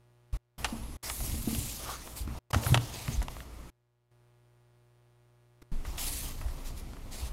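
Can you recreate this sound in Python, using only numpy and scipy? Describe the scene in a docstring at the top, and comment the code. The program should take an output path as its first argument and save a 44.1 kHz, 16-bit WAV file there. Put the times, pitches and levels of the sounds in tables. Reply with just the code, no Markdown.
"""A wooden pulpit in a large quiet hall: papers are laid on it and slid about beside its microphone.
Paper is friction noise swishing, scraping and hissing; slipping sheets are band noise round one pitch.
Hands bump the desk, which booms through the stand: damped pushes and modes; one such thump is the microphone
cutting in. Small hard things click on it: noise bursts through the desk top's resonances, plus a ping.
The microphone cuts in and out; in the gaps only the sound system's faint buzz, hiss and whine are left."""
import sys
import numpy as np
from scipy import signal
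from scipy.fft import rfft, irfft, next_fast_len
from scipy.io import wavfile
from scipy.ndimage import uniform_filter1d, map_coordinates

SR = 44100
rng = np.random.default_rng(int(sys.argv[2]) if len(sys.argv) > 2 else 0)


def put_to_file(sound):
    """Save the sound as 16-bit audio at rate SR, in the file named by the first command-line argument."""
    columns = np.atleast_2d(sound).T  # one column per channel
    safe = np.clip(columns, -1, 1)
    whole_steps = np.round(safe * 32767)
    wavfile.write(sys.argv[1], SR, whole_steps.astype(np.int16))


N = 322944
TIME = np.arange(N) / SR
MOTION_TIME = TIME[::64]  # coarse clock for slow envelopes


def amp(db):
    """Decibels to gain."""
    return np.exp(np.asarray(db) * (np.log(10) / 20))


def unit(x):
    """Scale to rms 1."""
    return x / np.sqrt(np.mean(x ** 2) + 1e-20)


def noise():
    """White noise over the whole scene."""
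    return rng.standard_normal(N)


def along(points, hz):
    """Interpolate (Hz, value) points on a log frequency axis."""
    point_hz, value = np.transpose(points)
    return np.interp(np.log(hz + 1), np.log(point_hz + 1), value)


def window(start, stop, edge):
    """1 between two times, with ramps edge seconds long."""
    return np.clip(np.minimum(TIME - start, stop - TIME) / edge + .5, 0, 1)


def wobble(rate):
    """A smooth random curve, rate knots a second."""
    knots = rng.standard_normal(int(N * rate / SR) + 4)
    return map_coordinates(knots, [TIME * rate])


def filtered(x, response):
    """Apply a complex response of frequency to x."""
    m = next_fast_len(len(x) + 8192, True)
    hz = np.fft.rfftfreq(m, 1 / SR)
    return irfft(rfft(x, m) * response(hz), m)[:len(x)]


def coloured(x, spectrum):
    """Lay a spectrum on x, at rms 1."""
    return unit(filtered(x, lambda hz: amp(along(spectrum, hz))))


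def add(track, s, sound):
    """Mix a sound in at time s."""
    part = track[max(round(s * SR), 0):][:len(sound)]
    part += sound[:len(part)]


def gesture(start, length, rise, fade, sag_db):
    """A movement's envelope: rises, sags sag_db a second while it lasts, then falls 20 dB per fade seconds."""
    t = MOTION_TIME - start
    fall_db = sag_db * np.clip(t, 0, length) + 20 * np.clip((t - length) / fade, 0, 10)
    return np.clip(t / rise, 0, 1) * amp(-fall_db)


def together(envelopes, levels_db, rest_db):
    """Overlapping movements add in power, over a resting level; one gain per sample."""
    power = np.sum((amp(levels_db)[:, None] * envelopes) ** 2, axis=0) + amp(rest_db) ** 2
    return np.interp(TIME, MOTION_TIME, np.sqrt(power))


# Live spans of the microphone. Each row: start in seconds, stop in seconds.
LIVE_SPANS = [(.327, .371), (.581, .969), (1.029, 2.389), (2.505, 2.514), (2.531, 3.701), (5.618, 5.628),
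              (5.717, 7.4)]


def microphone():
    """The microphone cuts in and out: 1 while live, 0 when cut."""
    return sum(window(start, stop, edge=.004) for start, stop in LIVE_SPANS)


# Overtones of the buzz. Each row: frequency in Hz, relative level in dB.
BUZZ_OVERTONES = [(120, -0.5), (360, 0), (900, 0.5), (2000, 1), (4000, 1), (8000, -3), (15000, -19)]
# Spectrum of the system hiss. Each row: frequency in Hz, relative level in dB.
HISS_SPECTRUM = [(20, 16.5), (100, 12), (500, 11.5), (2000, 3.5), (6000, -3.5), (14000, -4.5), (16000, -8)]
LULL_S, BLIP_S = .41, .02  # the line sinks this long after a cut, unless the microphone was live only for a blip


def mains(duty, buzz_db, hum_db, hiss_db, whine_db, lull_db):
    """A rectifier switches twice each mains cycle: a squarish buzz with hum, hiss and a thin whine."""
    mains_hz = 60
    order = np.arange(1, 125)
    hz = 2 * mains_hz * order
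    # a sharp rising edge and a rounder falling one
    falling = np.exp(-2j * np.pi * order * duty) / (1 + (hz / 1400) ** 2)
    edges = (1 - falling) / (1j * order)
    phase = np.linspace(0, 1, 1024)
    harmonics = np.exp(2j * np.pi * np.outer(order, phase))
    cycle = np.real((edges * amp(along(BUZZ_OVERTONES, hz))) @ harmonics)

    hum = np.sin(2 * np.pi * mains_hz * TIME)
    # the two halves of a mains cycle differ a little in size
    buzz = unit(np.interp(2 * mains_hz * TIME % 1, phase, cycle)) * (1 + 0.24 * hum)
    whine_hz = 9110 + 70 * wobble(330)
    whine = unit(np.sin(2 * np.pi * np.cumsum(whine_hz) / SR))
    hiss = coloured(noise(), HISS_SPECTRUM)
    lulls = [window(cut, cut + LULL_S, edge=.008) for start, cut in LIVE_SPANS if cut - start > BLIP_S]
    lull = np.max(lulls, axis=0)
    line = amp(buzz_db) * buzz + amp(hum_db) * hum + amp(hiss_db) * hiss
    return line * amp(lull_db * lull) + amp(whine_db) * whine * (1 - lull)


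# Reverberation of the hall. Each row: frequency in Hz, t60 in seconds.
HALL_DECAY = [(100, 1.4), (1000, 0.8), (4000, 0.71), (12000, 0.69)]


def hall(x):
    """The hall's answer: decaying noise, each frequency dying at its own speed."""
    hz, t, z = signal.stft(rng.standard_normal(SR), SR, nperseg=256)
    decay = amp(-60 * t / along(HALL_DECAY, hz)[:, None])
    tail = signal.istft(z * decay, SR, nperseg=256)[1]
    return signal.fftconvolve(x, tail / np.linalg.norm(tail))[:N]


# Spectrum of the hall's air. Each row: frequency in Hz, relative level in dB.
AIR_SPECTRUM = [(25, -10), (45, -11.5), (57, 7.5), (72, -11), (200, -16.5), (400, -21), (800, -26.5),
                (1300, -28), (1600, -35), (2100, -31.5), (4000, -39.5), (8000, -40.5), (13000, -41.5),
                (16000, -58)]


def hall_air(level_db):
    """The steady air of the hall: stationary coloured noise."""
    return amp(level_db) * coloured(noise(), AIR_SPECTRUM)


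# An arm leans on the desk. Each row: start in seconds, length in seconds, pulpit boom in dB,
# stand sway in dB, desk groan in dB.
ARM_LEANS = [(.54, .36, -46.5, -45, -53), (1.16, .44, -41, -45, -43), (2.19, .16, -40.5, -44, -47),
             (2.65, .12, -39, -49, -37), (3.07, .17, -39, -45, -46.5), (5.8, .58, -47, -40.5, -51.5),
             (6.45, .87, -48.5, -39, -54)]
# Spectra of sway, boom and groan. Each row: frequency in Hz, relative level in dB.
SWAY_SPECTRUM = [(10, -20), (22, -5), (29, 6.5), (38, -13.5), (55, -25.5), (100, -47), (300, -120)]
BOOM_SPECTRUM = [(25, -22.5), (42, -13), (56, 0.5), (70, -5), (90, -9), (130, -25), (250, -51), (700, -120)]
GROAN_SPECTRUM = [(60, -16.5), (95, -9), (122, 6.5), (165, -8.5), (228, -5), (295, -5.5), (400, -24.5),
                  (900, -37), (2500, -120)]
LEAN_RISE_S, LEAN_FADE_S, LEAN_SAG_DB_PER_S = .06, .22, .5  # the weight comes on and eases off
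REST_BOOM_DB, REST_SWAY_DB, REST_GROAN_DB = -53, -58, -57  # under resting arms


def leaning():
    """Leaning arms sway the stand and make the hollow pulpit boom and groan: noise under slow envelopes."""
    start, length, boom_db, sway_db, groan_db = np.transpose(ARM_LEANS)
    leans = np.array([gesture(s, n, LEAN_RISE_S, LEAN_FADE_S, LEAN_SAG_DB_PER_S)
                      for s, n in zip(start, length)])
    sway = together(leans, sway_db, REST_SWAY_DB) * coloured(noise(), SWAY_SPECTRUM)
    boom = together(leans, boom_db, REST_BOOM_DB) * coloured(noise(), BOOM_SPECTRUM)
    groan = together(leans, groan_db, REST_GROAN_DB) * coloured(noise(), GROAN_SPECTRUM)
    return sway + boom + groan


# Soft low bumps: hand and book on the desk, and the thump as the microphone cuts in at 5.72 s.
# Each row: start in seconds, level in dB, pitch of the push in Hz.
SOFT_BUMPS = [(0.328, -21.5, 45), (0.333, -33, 105), (0.725, -28, 230), (1.199, -26.5, 42),
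              (1.325, -23.5, 70), (1.34, -32, 250), (1.474, -20.5, 255), (1.528, -26.5, 240),
              (1.582, -25.5, 90), (2.204, -27, 59), (2.245, -27, 66), (2.275, -33, 290), (2.531, -22, 110),
              (2.559, -16, 90), (2.56, -24, 250), (2.662, -21, 105), (2.703, -19.5, 92), (2.719, -12, 122),
              (2.748, -22.5, 330), (2.769, -23, 122), (3.082, -22, 135), (3.134, -23.5, 65),
              (3.177, -18.5, 48), (5.715, -20, 21), (5.717, -31, 150), (5.87, -28, 58), (6.451, -22.5, 55),
              (7.225, -28, 60)]
# The desk's low modes. Each row: frequency in Hz, relative level in dB, t60 in seconds.
DESK_MODES = [(30, -1.5, .3), (58.4, -7.5, 0.41), (77.5, -5.5, 0.29), (101.5, -6, .2), (119.2, -2.5, 0.47),
              (227, 2, .45), (255, -6, 0.097), (293.4, -7, 0.36), (455, -6, 0.35)]
# Dull thud of a palm on wood. Each row: frequency in Hz, relative level in dB.
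THUD_SPECTRUM = [(60, -20.5), (180, -1.5), (330, 4.5), (480, -1), (720, -2.5), (1100, -9), (1600, -24.5),
                 (4000, -70.5)]


def bumps(ring_db, cycles, spread, thud_db, thud_t60):
    """A soft push heaves for a cycle or two and rings the desk modes near its own pitch."""
    out, t = np.zeros(N), np.arange(SR // 2) / SR
    for s, db, push_hz in SOFT_BUMPS:
        u = t * push_hz / cycles
        push = u * np.exp(1 - u) * np.sin(2 * np.pi * push_hz * t)
        ring = np.zeros(len(t))
        # each bump excites the modes a little differently
        for (hz, level_db, t60), spot_db in zip(DESK_MODES, rng.normal(0, 1.5, len(DESK_MODES))):
            nearness = np.exp(-(np.log(hz / push_hz) / spread) ** 2)
            ring += nearness * amp(level_db + spot_db - 60 * t / t60) * np.sin(2 * np.pi * hz * t)
        # pushes below 120 Hz thud less
        hardness = min(push_hz / 120, 1) ** 2
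        thud = coloured(rng.standard_normal(len(t)), THUD_SPECTRUM)
        thud *= hardness * amp(thud_db - 60 * t / thud_t60)
        add(out, s, amp(db - 3) * (push + (amp(ring_db) * ring + thud) * (1 - np.exp(-u))))
    return out


# The desk top's resonances. Each row: frequency in Hz, width in Hz, relative level in dB.
BOARD_RESONANCES = [(670, 280, 2), (1060, 380, 2), (1330, 240, 3), (1990, 430, -4.5), (2740, 600, -4),
                    (3880, 1800, -4.5), (4800, 2300, -4), (7200, 5900, -11.5), (11700, 2500, -15)]


def board(hz):
    """Response of the desk top: resonances summed with alternating sign."""
    total = 0
    for k, (centre_hz, width_hz, db) in enumerate(BOARD_RESONANCES):
        damping = 1j * hz * width_hz
        total = total + (-1) ** k * amp(db) * damping / (centre_hz ** 2 - hz ** 2 + damping)
    return total


# Hard contacts. Each row: start in seconds, level in dB, pitch of the contact in Hz,
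# t60 of the chatter in seconds.
HARD_CLICKS = [(.645, -16.5, 2900, 0.054), (1.0988, -22.5, 2700, 0.022), (1.203, -36, 600, .04),
               (1.549, -26, 3550, .02), (2.0743, -37, 800, 0.022), (2.2751, -37.5, 800, 0.03),
               (2.5318, -20, 1360, 0.097), (2.545, -15, 1600, 0.025), (2.636, -30, 2800, 0.013),
               (2.6642, -22, 1660, 0.028), (2.7438, -9, 2690, 0.031), (2.7535, -22, 1000, .04),
               (2.7749, -16.5, 2950, 0.021), (3.08, -27.5, 2540, .02), (3.2178, -29, 1180, 0.062),
               (3.227, -30, 11100, 0.042), (3.2829, -25, 1210, 0.014), (3.3666, -33, 800, 0.018),
               (3.404, -33.5, 2190, 0.013), (5.6222, -51.5, 1498, 0.022), (5.8503, -33.5, 1500, 0.096),
               (5.9805, -29, 3320, 0.053), (6.4127, -33, 1700, 0.065), (6.4833, -39.5, 2200, 0.021),
               (6.9332, -39, 750, 0.024), (6.9672, -40.5, 1300, 0.03)]


def clicks(crack_db, crack_t60, contact_q, floor_db, ping_db, ping_t60):
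    """A sharp crack and a brief chatter ring the desk top; the striking thing pings at its own pitch."""
    out, t = np.zeros(N), np.arange(SR // 8) / SR
    for s, db, pitch_hz, t60 in HARD_CLICKS:
        chatter, crack = amp(-60 * t / t60), amp(crack_db - 60 * t / crack_t60)
        force = rng.standard_normal(len(t)) * (chatter + crack)

        def contact(hz):
            """One resonance at the contact's pitch, over a flat floor."""
            r = hz / pitch_hz
            return amp(floor_db) + 1j * r / (contact_q * (1 - r * r) + 1j * r)

        click = filtered(force, lambda hz: board(hz) * contact(hz))
        ping = amp(ping_db - 60 * t / ping_t60) * np.sin(2 * np.pi * pitch_hz * t)
        add(out, s, amp(db) * (click / np.abs(click).max() + ping))
    return out


# A sheet sings as it slips. Each row: start in seconds, stop in seconds, pitch in Hz, width in Hz, level in dB.
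SHEET_SLIPS = [(0.579, 1.035, 10800, 1300, -58), (1.034, 1.09, 5400, 1530, -45),
               (1.117, 1.437, 11400, 2430, -51.5), (1.553, 1.76, 7500, 1592, -47.5),
               (1.824, 1.987, 1240, 354, -47), (2.661, 2.703, 11360, 2500, -38),
               (3.123, 3.158, 6500, 1100, -45.5)]


def slips():
    """Even stick and slip of a sheet gathers its hiss round one pitch."""
    out = np.zeros(N)
    for start, stop, pitch_hz, width_hz, db in SHEET_SLIPS:
        rush = rng.standard_normal(SR)[:max(int((stop - start) * SR), 64)]
        band = filtered(rush, lambda hz: 1 / (1 + ((hz - pitch_hz) / (width_hz / 2)) ** 2))
        add(out, start, amp(db) * unit(band) * signal.windows.tukey(len(band), .5))
    return out


def friction(catches_per_s, grain_db, patchy_db):
    """Fibres catching: a fine rush with sparse sharper catches, its colour shifting as the contact moves."""
    catches = (rng.random(N) < catches_per_s / SR) * noise()
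    z = signal.stft(noise() + amp(grain_db) * unit(catches), nperseg=512)[2]
    # random gains smoothed over frequency, then time
    field = uniform_filter1d(rng.standard_normal(z.shape), size=9, axis=0)
    field = uniform_filter1d(field, size=10, axis=1)
    return signal.istft(z * amp(patchy_db * unit(field)), nperseg=512)[1][:N]


# Strokes of paper over the desk. Each row: start in seconds, length in seconds, seconds to fade 20 dB,
# swish in dB, scrape on the wood in dB over the swish, edge hiss in dB over the swish.
PAPER_STROKES = [(.32, .05, .05, -57.5, 7, -2.5), (.565, .125, .15, -53.3, 5, -1.5),
                 (.69, .07, .8, -57, 0, -5), (1.015, .085, .05, -45, .5, 2), (1.08, .17, .25, -49, -7, 8),
                 (1.22, .24, .4, -48.5, -5, 4), (1.47, .28, .3, -45.3, -8, 4),
                 (1.78, .15, .08, -48.3, -1, -3.5), (1.88, .06, .06, -45.5, -3, -3),
                 (1.97, .07, .1, -53, -1, -4), (2.03, .1, .08, -56, 1, 3.5), (2.148, .04, .07, -46, -13, 3),
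                 (2.27, .11, .1, -59.5, 7, -2), (2.49, .09, .12, -46, 3, -2),
                 (2.605, .125, .1, -45, 1, 2.5), (2.79, .11, .1, -49.5, -1, -2.5),
                 (2.91, .24, .14, -46.5, -3.5, -4), (3.28, .14, .06, -58.5, 2, 0),
                 (5.84, .14, .1, -54, 0, -2), (5.97, .11, .1, -40.3, -10, 2.5),
                 (6.095, .1, .22, -43.7, -11, 4.5), (6.22, .07, .15, -49, -3, -5),
                 (6.36, .26, .2, -59.5, 2.5, -1), (6.635, .05, .07, -50, -5, -2.5),
                 (6.755, .045, .04, -54, -5, 1), (6.82, .09, .15, -66, 3, -10),
                 (7.105, .165, .05, -47, -8.5, -3.5)]
# Spectra of scrape, swish and edge hiss. Each row: frequency in Hz, relative level in dB.
SCRAPE_SPECTRUM = [(60, -60.5), (330, -3.5), (450, -5.5), (700, -1.5), (1200, -4.5), (1560, -13),
                   (2000, -10.5), (3500, -23), (16000, -75.5)]
SWISH_SPECTRUM = [(500, -50.5), (1600, -7.5), (2100, -1), (3200, 2), (5000, 2.5), (7000, -0.5),
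                  (9500, -8.5), (16000, -32.5)]
EDGE_SPECTRUM = [(2500, -49.5), (6500, -8.5), (8500, -5.5), (10500, -2.5), (13000, -5.5), (15000, -10.5),
                 (16000, -13.5), (18000, -63)]
STROKE_RISE_S, STROKE_SAG_DB_PER_S = .025, 6  # a stroke takes hold quickly and slows a little as it goes
REST_SCRAPE_DB, REST_SWISH_DB, REST_EDGE_DB = -63, -67, -70  # the faint rubbing between strokes


def paper():
    """Each stroke of a sheet swishes, scrapes the wood and hisses at its edge, under one unsteady pressure."""
    start, length, fade, swish_db, scrape_db, edge_db = np.transpose(PAPER_STROKES)
    strokes = np.array([gesture(s, n, STROKE_RISE_S, f, STROKE_SAG_DB_PER_S)
                        for s, n, f in zip(start, length, fade)])
    pressure_db = .9 * wobble(90)
    scrape = coloured(friction(catches_per_s=160, grain_db=-10.5, patchy_db=3), SCRAPE_SPECTRUM)
    swish = coloured(friction(catches_per_s=260, grain_db=-9.5, patchy_db=1.83), SWISH_SPECTRUM)
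    edge = coloured(friction(catches_per_s=510, grain_db=-6, patchy_db=2.05), EDGE_SPECTRUM)
    scrape *= together(strokes, swish_db + scrape_db, REST_SCRAPE_DB)
    swish *= together(strokes, swish_db, REST_SWISH_DB)
    edge *= together(strokes, swish_db + edge_db, REST_EDGE_DB)
    return amp(pressure_db) * (scrape + swish + edge)


def scene():
    """Everything at the pulpit is heard only while its microphone is live; the buzz goes on while it is cut."""
    buzz = mains(duty=.53, buzz_db=-64, hum_db=-75, hiss_db=-77.5, whine_db=-90, lull_db=-10.5)
    soft = bumps(ring_db=-7.5, cycles=.7, spread=.55, thud_db=-15.5, thud_t60=0.1)
    hard = clicks(crack_db=6.5, crack_t60=.002, contact_q=0.98, floor_db=-3.5, ping_db=-4.5, ping_t60=0.0041)
    desk = soft + hard
    pulpit = hall_air(level_db=-46) + leaning() + desk + amp(-18) * hall(desk) + slips() + paper()
    return (amp(-.5) * pulpit * microphone() + buzz)[None]


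TOP_HZ = 15850


def record(dry):
    """A very steep low-pass, at half amplitude at TOP_HZ."""
    return filtered(dry[0], lambda hz: 1 / (1 + (hz / TOP_HZ) ** 200))[None]


dry = scene()
out = record(dry)
put_to_file(out)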